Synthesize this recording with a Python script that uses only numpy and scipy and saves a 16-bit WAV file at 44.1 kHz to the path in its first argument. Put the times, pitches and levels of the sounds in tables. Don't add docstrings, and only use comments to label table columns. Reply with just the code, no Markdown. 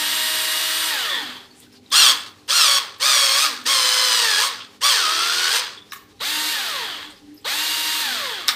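import sys
import numpy as np
from scipy import signal
from scipy.fft import rfft, irfft
from scipy.io import wavfile
from scipy.ndimage import uniform_filter1d

SR = 44100
rng = np.random.default_rng(int(sys.argv[2]) if len(sys.argv) > 2 else 0)


def invert_db(level):
    return 10 ** (np.asarray(level, dtype=float) / 20)


def file_out(sig):
    cols = np.atleast_2d(sig).T
    lim = np.clip(cols, -1, 1)
    pcm = np.round(lim * 32767).astype(np.int16)
    wavfile.write(sys.argv[1], SR, pcm)


N = 377055

# frequency in Hz, level in dB per Hz.
HELD_BODY = [(150, -77), (250, -24.5), (543, -15), (780, -8.5), (1240, 2.5), (2480, -3.5), (3260, -14),
             (5020, -8), (7210, -10), (8870, -3.5), (9670, -8.5), (15400, -11.5)]


def evened(x):
    return x / np.sqrt(np.mean(x ** 2) + 1e-20)


def read(points, hz):
    f, value = np.transpose(points)
    return np.interp(np.log(hz + 1), np.log(f + 1), value)


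def add(mix, s, sound):
    part = mix[round(s * SR):][:len(sound)]
    part += sound[:len(part)]


def drift(count, seconds):
    size = max(int(seconds * SR), 2)
    return evened(uniform_filter1d(uniform_filter1d(rng.standard_normal(count), size), size))


def narrow(x, hz, share):
    edges = np.clip([hz * (1 - share), hz * (1 + share)], 100, 20000)
    return evened(signal.lfilter(*signal.butter(2, edges, "band", fs=SR), x))


def housing_db(hz):
    # frequency in Hz, width in Hz, lift in dB.
    resonances = [(535, 123, 5.5), (1127, 134, 4), (1740, 250, 2.5), (2960, 130, 4), (3330, 730, 8.5),
                  (3800, 360, 5.5), (4445, 1500, 10), (4470, 130, -1), (5500, 330, -3), (7030, 200, -3.5),
                  (9970, 900, -9), (13200, 860, -6.5), (14200, 250, -4), (9140, 2000, 4), (11070, 820, -6),
                  (15150, 300, -10), (12900, 500, -6), (14050, 220, -10), (9400, 230, -3.5),
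                  (12000, 380, -0.5), (13400, 290, 5.5), (14600, 300, 6.5)]
    return sum(db / (1 + (2 * (hz - f) / width) ** 2) for f, width, db in resonances)


def coloured(x, body, lo_hz, hi_hz, facing=1):
    hz = np.fft.rfftfreq(len(x), 1 / SR)
    band = np.sqrt(1 / (1 + (lo_hz / (hz + 1)) ** 16) / (1 + (hz / hi_hz) ** 16))
    return evened(irfft(rfft(x) * band * invert_db(read(body, hz) + facing * housing_db(hz)), len(x)))


def room_air():
    # frequency in Hz, level in dB per Hz.
    spectrum = [(15, -27), (25, -40), (79, -0.5), (339, -2), (398, 4), (612, -9), (801, -5), (1400, -7.5),
                (4350, -5), (6180, -11), (15400, -23.5)]
    air_db = -44.5
    hz = np.fft.rfftfreq(N, 1 / SR)
    air = invert_db(air_db - 6.5) * evened(irfft(rfft(rng.standard_normal(N)) * invert_db(read(spectrum, hz)), N))
    low = signal.sosfilt(signal.butter(2, 700, fs=SR, output="sos"), air)
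    return low + (air - low) * invert_db(2.4 * drift(N, .04) - 4)


def mains_hum():
    # frequency in Hz, level in dB.
    steady = [(99, -66), (203, -66.5), (400, -65), (800, -70.5)]
    # middle in seconds, length in seconds, frequency in Hz, peak in dB.
    moments = [(0.054, 0.82, 249.5, -50.5), (1.283, 0.37, 249.5, -49), (1.802, 1.1, 249.5, -54.5),
               (3.61, 0.35, 249.5, -49.5), (4.393, 1.5, 249.5, -58.5), (6.597, 1.63, 249.5, -59),
               (8.143, 0.34, 249.5, -49), (8.55, 0.27, 249.5, -49.5), (1.219, 0.18, 297.7, -47),
               (2.04, 0.53, 298.7, -52.5), (3.606, 1.1, 298.7, -52), (6.421, 0.35, 303.8, -52),
               (6.993, 0.47, 302.3, -51), (7.32, 0.23, 295.8, -44), (7.803, .6, 301.5, -52)]
    rest_db = -69.5
    out, t = np.zeros(N), np.arange(N) / SR
    swells = {f: rest_db for *_, f, _ in moments}
    for s, length, f, db in moments:
        swells[f] = np.maximum(swells[f], db - 16 * (2 * (t - s) / length) ** 2)
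    for f, db in steady + list(swells.items()):
        turns = np.cumsum(f + 2.6 * drift(N, 0.0324)) / SR
        out += np.sqrt(2) * invert_db(db - 0.5 + 3.3 * drift(N, 0.017)) * np.cos(2 * np.pi * turns)
    return out


def rumble():
    # time in seconds, level in dB.
    trembling = [(0, -69), (1, -75), (3.001, -84), (5.7, -82), (6.1, -65), (8.55, -74)]
    deep = signal.sosfilt(signal.butter(2, [25, 60], "band", fs=SR, output="sos"), rng.standard_normal(N))
    return invert_db(np.interp(np.arange(N) / SR, *np.transpose(trembling))) * evened(deep)


def room(x):
    # frequency in Hz, time to fall by 60 dB in seconds.
    dying = [(300, 0.69), (2000, 0.4), (6000, 0.15), (15000, 0.36)]
    taps = np.zeros(SR)
    at = np.arange(200, SR - 20, 20)
    taps[at + rng.integers(0, 20, len(at))] = rng.choice([-1., 1.], len(at))
    hz, t, z = signal.stft(taps, SR, nperseg=256)
    tail = signal.istft(z * invert_db(-60 * t / read(dying, hz)[:, None]), SR, nperseg=256)[1]
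    return signal.fftconvolve(x, tail / np.linalg.norm(tail))[:N]


def rubbing():
    # start in seconds, end in seconds, level in dB, pitch in Hz.
    rubs = [(1.534, 1.66, -52.5, 8400), (1.6, 1.66, -50.5, 3600), (1.655, 1.68, -60, 1850),
            (1.74, 1.8, -53.5, 4600), (7.26, 7.34, -63, 1900), (7.15, 7.21, -58, 3800),
            (7.35, 7.44, -67, 2300), (5.95, 5.99, -48.5, 6400), (4.59, 4.64, -35.5, 3200),
            (5.76, 5.8, -46, 3350), (7.088, 7.138, -57, 8000), (7.112, 7.198, -69, 11000),
            (7.338, 7.432, -63, 13000)]
    out = np.zeros(N)
    for start, end, db, hz in rubs:
        size = round((end - start) * SR)
        noise = rng.standard_normal(SR // 5)
        add(out, start, invert_db(db) * narrow(noise, hz, 0.17)[:size] * np.hanning(size))
    return out


def plastic_ticks():
    # time in seconds, peak in dB, pitch in Hz.
    clicks = [(1.506, -40, 4360), (1.725, -46, 5100), (1.7554, -47, 4470), (1.8607, -39.5, 3900),
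              (2.2, -34, 3300), (2.2005, -31, 7900), (5.7744, -32, 3370), (2.392, -44, 4370),
              (3.4503, -22, 4060), (5.603, -29, 3220), (5.8194, -38, 3500), (5.896, -44, 5300),
              (5.908, -37, 5250), (6.114, -51, 3800), (7.1646, -44, 5000), (7.3432, -48, 12000),
              (7.3756, -41, 5030), (7.102, -42, 8200), (1.459, -46, 5050), (8.4895, -14, 5330),
              (8.482, -13, 3750)]
    # time in seconds, level in dB,
    # pitch in Hz.
    further = [(1.9037, -32, 3600), (2.4793, -28, 3200), (6.1934, -35, 3900), (7.4454, -26, 4000),
               (1.6013, -50, 9000), (7.411, -52, 8000), (7.426, -46, 3300), (7.367, -50, 5100),
               (7.307, -52, 1800), (1.665, -50, 1500)]
    out, t = np.zeros(N), np.arange(SR // 5) / SR
    for s, db, hz in clicks + further:
        noise = rng.standard_normal(len(t))
        tick = narrow(noise, hz, .04) * invert_db(-60 * t / .055)
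        tick += .05 * np.diff(noise, prepend=0) * invert_db(-60 * t / 0.013)
        add(out, s, invert_db(db - 4.0) * tick)
    return out


def dry_snaps():
    # time in seconds, level in dB.
    snaps = [(1.602, -42), (1.727, -53), (1.903, -41), (2.296, -53), (2.478, -40), (2.985, -46),
             (3.641, -42), (7.367, -56), (8.4785, -24)]
    out, t = np.zeros(N), np.arange(SR // 5) / SR
    for s, db in snaps:
        add(out, s, invert_db(db - 60 * t / .02) * np.diff(rng.standard_normal(len(t)), prepend=0))
    return out


def switch_slider():
    # time in seconds, level in dB, bright crack in dB against it.
    throws = [
        (5.9198, -27.5, -11),
        (5.9315, -31.5, -2.5),
        (5.941, -40, -10),
        (5.958, -43, -8),
    ]
    # frequency in Hz, level in dB, time to fall by 60 dB in seconds.
    slider = [(1140, 3.5, 0.033), (1700, -3.5, 0.053), (2280, -4, 0.032), (2500, -5, 0.039),
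              (3080, -4, .03), (3730, -3, 0.031), (5420, -15, .05), (5950, -6, 0.033), (7000, -8, 0.037),
              (8200, -10, .04)]
    out, t = np.zeros(N), np.arange(SR // 5) / SR
    for s, db, bright_db in throws:
        noise = rng.standard_normal(len(t))
        modes = sum(invert_db(level - 60 * t / t60) * narrow(noise, hz, 0.066) for hz, level, t60 in slider)
        crack = invert_db(bright_db - 60 * t / 0.069) * np.diff(noise, prepend=0)
        add(out, s, invert_db(db) * (modes + crack))
    return out


def switch_knocks():
    # time in seconds, peak in dB, low body in dB, bright crack in dB (both against the peak), low body in Hz.
    knocks = [
        (8.4822, 2, -22, -16, 1536),
        (8.4895, 3.5, -12, -18, 1740),
    ]
    out, t = np.zeros(N), np.arange(SR // 5) / SR
    ring = .5 * invert_db(-60 * t / .008) + .2 * invert_db(-60 * t / .1)
    ping = 1.6 * np.sin(2 * np.pi * 5300 * t) * invert_db(-60 * t / 0.0039)
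    for s, db, low_db, bright_db, low_hz in knocks:
        noise = rng.standard_normal(len(t))
        crack = coloured(noise, HELD_BODY, 1280, 8400)
        crack += invert_db(bright_db + 8.0) * evened(np.diff(noise, n=2, prepend=[0, 0]))
        thump = invert_db(low_db - 13.0) * narrow(noise, low_hz, 0.072) * invert_db(-60 * t / 0.03)
        add(out, s, invert_db(db - 6.5) * (crack * ring + ping + thump))
    return out


def housing_flares():
    # start in seconds, end in seconds, level in dB, pitch in Hz.
    flares = [(1.03, 1.22, -30.5, 1820), (1.06, 1.22, -27, 3420), (0.98, 1.08, -27, 2960),
              (1.33, 1.46, -53, 3300), (6.86, 7.0, -37, 3030)]
    out = np.zeros(N)
    for start, end, db, hz in flares:
        size = round((end - start) * SR)
        noise = rng.standard_normal(SR // 4)
        add(out, start, invert_db(db) * narrow(noise, hz, 0.033)[:size] * np.hanning(size) ** .5)
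    return out


def run_down(rows, drag):
    stop_hz, inertia_s = 95, .03
    s, hz, db = np.transpose(rows)
    friction, rate = drag
    rest = friction / rate
    end = s[-1] + np.log((hz[-1] + rest) / (stop_hz + rest)) / rate
    t = np.arange(s[0], end, 1 / SR)
    after = np.maximum(t - s[-1], 0)
    speed = (np.interp(t, s, hz) + rest) * np.exp(-rate * after) - rest
    speed = uniform_filter1d(speed, size=round(inertia_s * SR), mode="nearest")
    return t, after, speed, np.interp(t, s, db)


def gear_blows(turns, hz, after, spin):
    step = turns.astype(int)
    strength = np.minimum(rng.exponential(1, step[-1] + 4), 4)
    uneven = strength[step] * .5 + strength[step // 6]
    lumps_db = spin["lumps_db"] + 2.2 * np.clip(after / .05, .3, 1) * np.clip(1 - hz / 450, 0, 1)
    blows = invert_db(lumps_db * uneven) * (1 + spin["pulsing"] * np.exp(-(turns % 1) / 0.4))
    return blows * invert_db(spin["beat_db"] * np.cos(2 * np.pi * turns / 4.45 + 1.3 * drift(len(turns), 0.13)))


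def gear_rattle(blows, rattle_db, hz, after, spin):
    # frequency in Hz, relative width, level in dB.
    gear_case = [(3300, 0.086, 3), (4360, 0.15, -8.5), (2760, 0.052, -6.5)]
    octaves = np.log2(hz / 930)
    coasting = np.clip(after / 0.004, 0, 1)
    teeth = blows * rng.standard_normal(len(hz))
    teeth /= np.sqrt(uniform_filter1d(teeth ** 2, size=4000))
    full_db, octave_db, no_current_db = spin["hiss"]
    hiss_db = full_db + octave_db * np.maximum(octaves, -1.5) + no_current_db * (1 - np.exp(-after / 0.0059))
    knock_db = spin["slowing_db"] * coasting * np.clip((720 - hz) / 250, 0, 1)
    body = spin["body"]
    out = invert_db(rattle_db - 0.5 * (8.5 - coasting) - 0.087 * knock_db) * coloured(teeth, body, 2310, 6760)
    out += invert_db(rattle_db + spin["low_db"] + 0.43 * coasting) * coloured(teeth, body, 200, 1945)
    out += invert_db(rattle_db + hiss_db - 2.5) * coloured(teeth, body, 4840, 16000, spin["facing"])
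    case = sum(invert_db(db) * narrow(teeth, f, share) for f, share, db in gear_case)
    return out + invert_db(rattle_db + spin["case_db"] + knock_db) * case


def tone_levels(t, after, hz, pose, spin):
    *tone_db, drive_db, _ = pose
    octaves = np.log2(hz / 930)
    coasting = np.clip(after / 0.004, 0, 1)
    slack_db = np.clip(1.3 * uniform_filter1d(np.gradient(octaves) * SR, size=600), 0, 11) * (t > t[0] + .1)
    surge_top_db, surge_s = spin["surge"]
    since = (t - t[0]) / surge_s
    surge_db = surge_top_db * since * np.exp(1 - since) * (t[0] > 0)
    dying_db = 45 * np.clip(1 - hz / 350, 0, 1) * coasting
    levels = []
    for k, db, change in zip((1, 2, spin["third"]), tone_db, spin["coast_db"]):
        start_db = surge_db * k / 2 if k < 3 else -slack_db
        levels.append((k, db + (change + spin["slow_db"] * octaves) * coasting + start_db - dying_db))
    levels.append((4, spin["coast_db"][3] - 40 * (1 - coasting) - 30 * np.clip(hz / 600 - 1, 0, 1)))
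    for k, db in spin["orders"]:
        levels.append((k, db + 1.0 + drive_db - (14 if k > 1 else 4) * coasting - (k > 2.2) * slack_db))
    return levels


def motor_tones(levels, turns, blows, rattle_db, hz, spin):
    out, count = np.zeros(len(hz)), len(hz)
    throb = uniform_filter1d(blows, size=90)
    throb = (throb / uniform_filter1d(throb, size=4000)) ** .85
    for k, db in levels:
        flutter_db = spin["fuzz_db"] * min(1, 0.5 + k / 8) * drift(count, 0.0021 * (1 + 3 / k))
        ring_db = spin["ringing"] * (housing_db(k * hz) - 11.5)
        gain = np.sqrt(2) * invert_db(rattle_db + db + read(spin["voice"], k * hz) + ring_db + flutter_db)
        smear = (k > 4.5) * spin["smear"] * drift(count, 0.0039)
        tone = np.cos(2 * np.pi * (k * turns + rng.random() + smear))
        out += gain * (throb if k > 2.2 else 1) * tone
    return out


def burst(rows, pose, drag, spin):
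    t, after, hz, driven_db = run_down(rows, drag)
    unloaded = 1 - np.exp(-after / 0.0059)
    coast_db = read(spin["dying"], hz) + pose[-1] + spin["tilt"] * (np.log2(hz / 930) + 1)
    rattle_db = driven_db + unloaded * (coast_db - driven_db)
    turns = np.cumsum(hz * (1 + spin["wobble"] * drift(len(t), 0.00427))) / SR
    blows = gear_blows(turns, hz, after, spin)
    out = gear_rattle(blows, rattle_db, hz, after, spin)
    levels = tone_levels(t, after, hz, pose, spin)
    out += motor_tones(levels, turns, blows, rattle_db, hz, spin)
    fade = np.minimum(1, np.minimum((t - t[0] + (t[0] == 0)) / .012, (t[-1] - t) / .02))
    return t[0], out * fade


def free_drill():
    # time in seconds, commutator rate in Hz, gear rattle in dB.
    bursts = [
        [(0.0, 927, -22.5), (0.15, 945, -22), (0.4, 946.5, -22), (0.9, 958.4, -22.5)],
        [(6.198, 359, -30), (6.226, 609.5, -25.5), (6.265, 866, -24), (6.32, 914, -23.5), (6.53, 937, -23)],
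        [(7.442, 337, -30.5), (7.47, 596, -25), (7.5, 786, -23.5), (7.56, 900, -23.5), (7.625, 936.6, -23),
         (8.018, 935, -23)],
    ]
    # tones on 1, 2 and 3 times the rate in dB, further tones in dB, run-down rattle in dB.
    poses = [(-15, -11.5, -10, -1.5, 0.69), (-15.5, -13, -7, -5.5, 1.55), (-12.5, -13, -4.5, -5, 1.13)]
    # fading of the run-down in dB per octave, share of treble ring facing the phone.
    tilts = [(-1, 0.75), (-3, 0.98), (-2, 1)]
    # dry friction in Hz per second, drag per second.
    drags = [(711, 1.5), (572, 1.55), (556, 1.56)]
    # multiple of the commutator rate, level in dB.
    forward = [(.3333, -20), (.6667, -17.5), (1.393, -17), (1.667, -14), (1.727, -18), (1.914, -19),
               (2.78, -15), (3.12, -15), (3.448, -26), (3.516, -18), (3.713, -22), (3.93, -30), (3.98, -26),
               (4.5, -36), (5.005, -26), (5.12, -25), (5.667, -15), (6.097, -12.5), (6.176, -24), (8, -11),
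               (9, -10), (9.235, -10), (10, -10), (10.225, -9), (11, -15), (12.05, -23), (12.67, -19),
               (13, -20), (14, -18), (15.34, -23)]
    # multiple of the commutator rate, level in dB.
    reverse = [(.3333, -17), (.6667, -23.5), (1.667, -11), (2.4, -10), (3.99, -11), (4.35, -11),
               (4.645, -15.5), (5, -11), (5.66, -19), (6, -12.5), (7.055, -7.5), (8, -6.5), (9.665, -27),
               (10, -20), (12, -17), (12.335, -24), (13.335, -23), (15, -20), (15.66, -29)]
    # commutator rate in Hz, level in dB.
    dying = [(95, -74), (150, -49), (235, -37), (430, -27), (500, -25.5), (930, -22)]
    # frequency in Hz, level in dB per Hz.
    body = [(150, -60), (250, -55), (313, -72), (353, -16), (645, -17), (691, -14), (927, -8), (2520, 1),
            (2890, -2.5), (6180, -7), (11900, 3.5), (15400, -2)]
    # frequency in Hz, dB against the rattle.
    voice = [(220, -7), (310, 0.5), (540, 2.5), (690, -5), (950, 1.5), (1250, -2), (1700, -1), (2200, 1),
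             (2600, -7.5), (2850, 0), (15000, -5)]
    # dB, seconds
    spin = dict(dying=dying, third=3, body=body, voice=voice, coast_db=(4.5, 9.5, -8, -12), surge=(9, .03),
                fuzz_db=2.6, hiss=(-5, 7, -2.5), slow_db=6.5, low_db=-10.5, wobble=0.00037, lumps_db=0.38,
                pulsing=1.0, ringing=0.55, beat_db=0.5, case_db=-52, slowing_db=35.5, smear=.006)
    out = np.zeros(N)
    for rows, pose, (tilt, facing), orders, drag in zip(bursts, poses, tilts, (forward, reverse, reverse), drags):
        add(out, *burst(rows, pose, drag, dict(spin, tilt=tilt, facing=facing, orders=orders)))
    return out


def held_drill():
    # time in seconds, commutator rate in Hz, gear rattle in dB.
    bursts = [
        [(1.912, 479.6, -24.5), (1.94, 602.7, -18), (1.965, 704.4, -13.5), (1.995, 723.5, -14.5),
         (2.03, 663, -14), (2.066, 558.6, -13.5), (2.122, 536.5, -17.5)],
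        [(2.478, 418.5, -33), (2.503, 539, -21), (2.548, 722, -19), (2.595, 695, -16), (2.69, 558.2, -17),
         (2.785, 555, -20)],
        [(2.994, 417.2, -34), (3.022, 532, -21), (3.069, 628.7, -17), (3.145, 571.6, -16.5), (3.301, 535, -19),
         (3.361, 553, -18), (3.441, 644, -17.5)],
        [(3.652, 425, -22), (3.698, 561, -18), (3.808, 509.3, -18.5), (4.044, 511.6, -19), (4.2, 483.6, -18),
         (4.345, 409.4, -19.5), (4.384, 413, -17.5), (4.44, 533, -17.5), (4.48, 564, -25)],
        [(4.806, 419.4, -34), (4.84, 574, -17), (4.895, 579.3, -16.5), (4.972, 400.3, -18.5),
         (5.05, 309, -20.5), (5.33, 355.6, -20.5), (5.5, 374.8, -19.5), (5.564, 491, -16.5), (5.6, 524, -24)],
    ]
    # tones on 1, 2 and 4 times the rate in dB, further tones in dB, run-down rattle in dB.
    poses = [(-13.5, -4, 1.2, -7, 4), (-9, -2.5, 0.5, -6.5, 1), (-7, -3.5, 3.5, -7.5, 2.5),
             (-10, -2.5, 4.8, -8, 1.5), (-10.5, -2.5, 0.59, -7.5, 4.5)]
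    case_levels = [-6.5, -12, -20.5, -18, -18]
    hiss_left = [-4, -9, -4, -9, -10]
    drag = (1500, 1)
    # multiple of the commutator rate, level in dB.
    orders = [(1.12, -10.5), (1.333, -8.5), (5.67, -8), (6, 4.5), (6.33, -23), (7.67, -12), (8, 0.5),
              (8.33, -8), (10, -0.5), (12, -3), (14, -6.5), (16, -7), (18, -9)]
    # commutator rate in Hz, level in dB.
    dying = [(95, -77), (170, -53), (245, -44), (340, -38.5), (530, -28), (640, -17)]
    # frequency in Hz, dB against the rattle.
    voice = [(300, -19.5), (520, -10.5), (720, -27.5), (900, -14.5), (1250, -4.5), (1480, -8.5),
             (1800, -9.5), (2020, -23.5), (2250, -17.5), (2800, -10), (3300, -4.5), (3750, -7.5),
             (4300, -3), (5000, -2), (5600, -1), (7000, -5), (9000, -2.5), (12000, -31)]
    spin = dict(dying=dying, third=4, orders=orders, body=HELD_BODY, voice=voice, coast_db=(-3, 0, -9, -44),
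                surge=(3.5, .015), slowing_db=-3.5, tilt=0, slow_db=-2.0, low_db=-10.0, lumps_db=0.5,
                pulsing=0.92, facing=0.47, ringing=0.2, beat_db=2.0, smear=.014, wobble=.006, fuzz_db=3.3)
    out = np.zeros(N)
    for rows, pose, case_db, left_db in zip(bursts, poses, case_levels, hiss_left):
        add(out, *burst(rows, pose, drag, dict(spin, case_db=case_db, hiss=(-1.5, 6, left_db))))
    return out


def scene():
    background = room_air() + mains_hum()
    clicks = rubbing() + plastic_ticks() + dry_snaps() + switch_slider() + switch_knocks() + housing_flares()
    clicks = signal.sosfilt(signal.butter(4, 700, "high", fs=SR, output="sos"), clicks)
    motor = free_drill() + held_drill()
    echoes = room(invert_db(-9.0) * motor + invert_db(-5.5) * clicks)
    return (motor + clicks + echoes + background)[None]


def low_pass(x):
    return signal.sosfilt(signal.butter(12, 16820, fs=SR, output="sos"), x)


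def record(dry):
    limited = np.tanh(dry / 1.02) * 1.02
    limited = signal.sosfilt(signal.butter(4, 62, "high", fs=SR, output="sos"), limited) + rumble()
    edge = signal.firwin(1201, 15500, window=("kaiser", 9), fs=SR)
    finished = signal.oaconvolve(limited, edge[None], "same")
    return low_pass(finished)


dry = scene()
out = record(dry)
file_out(out)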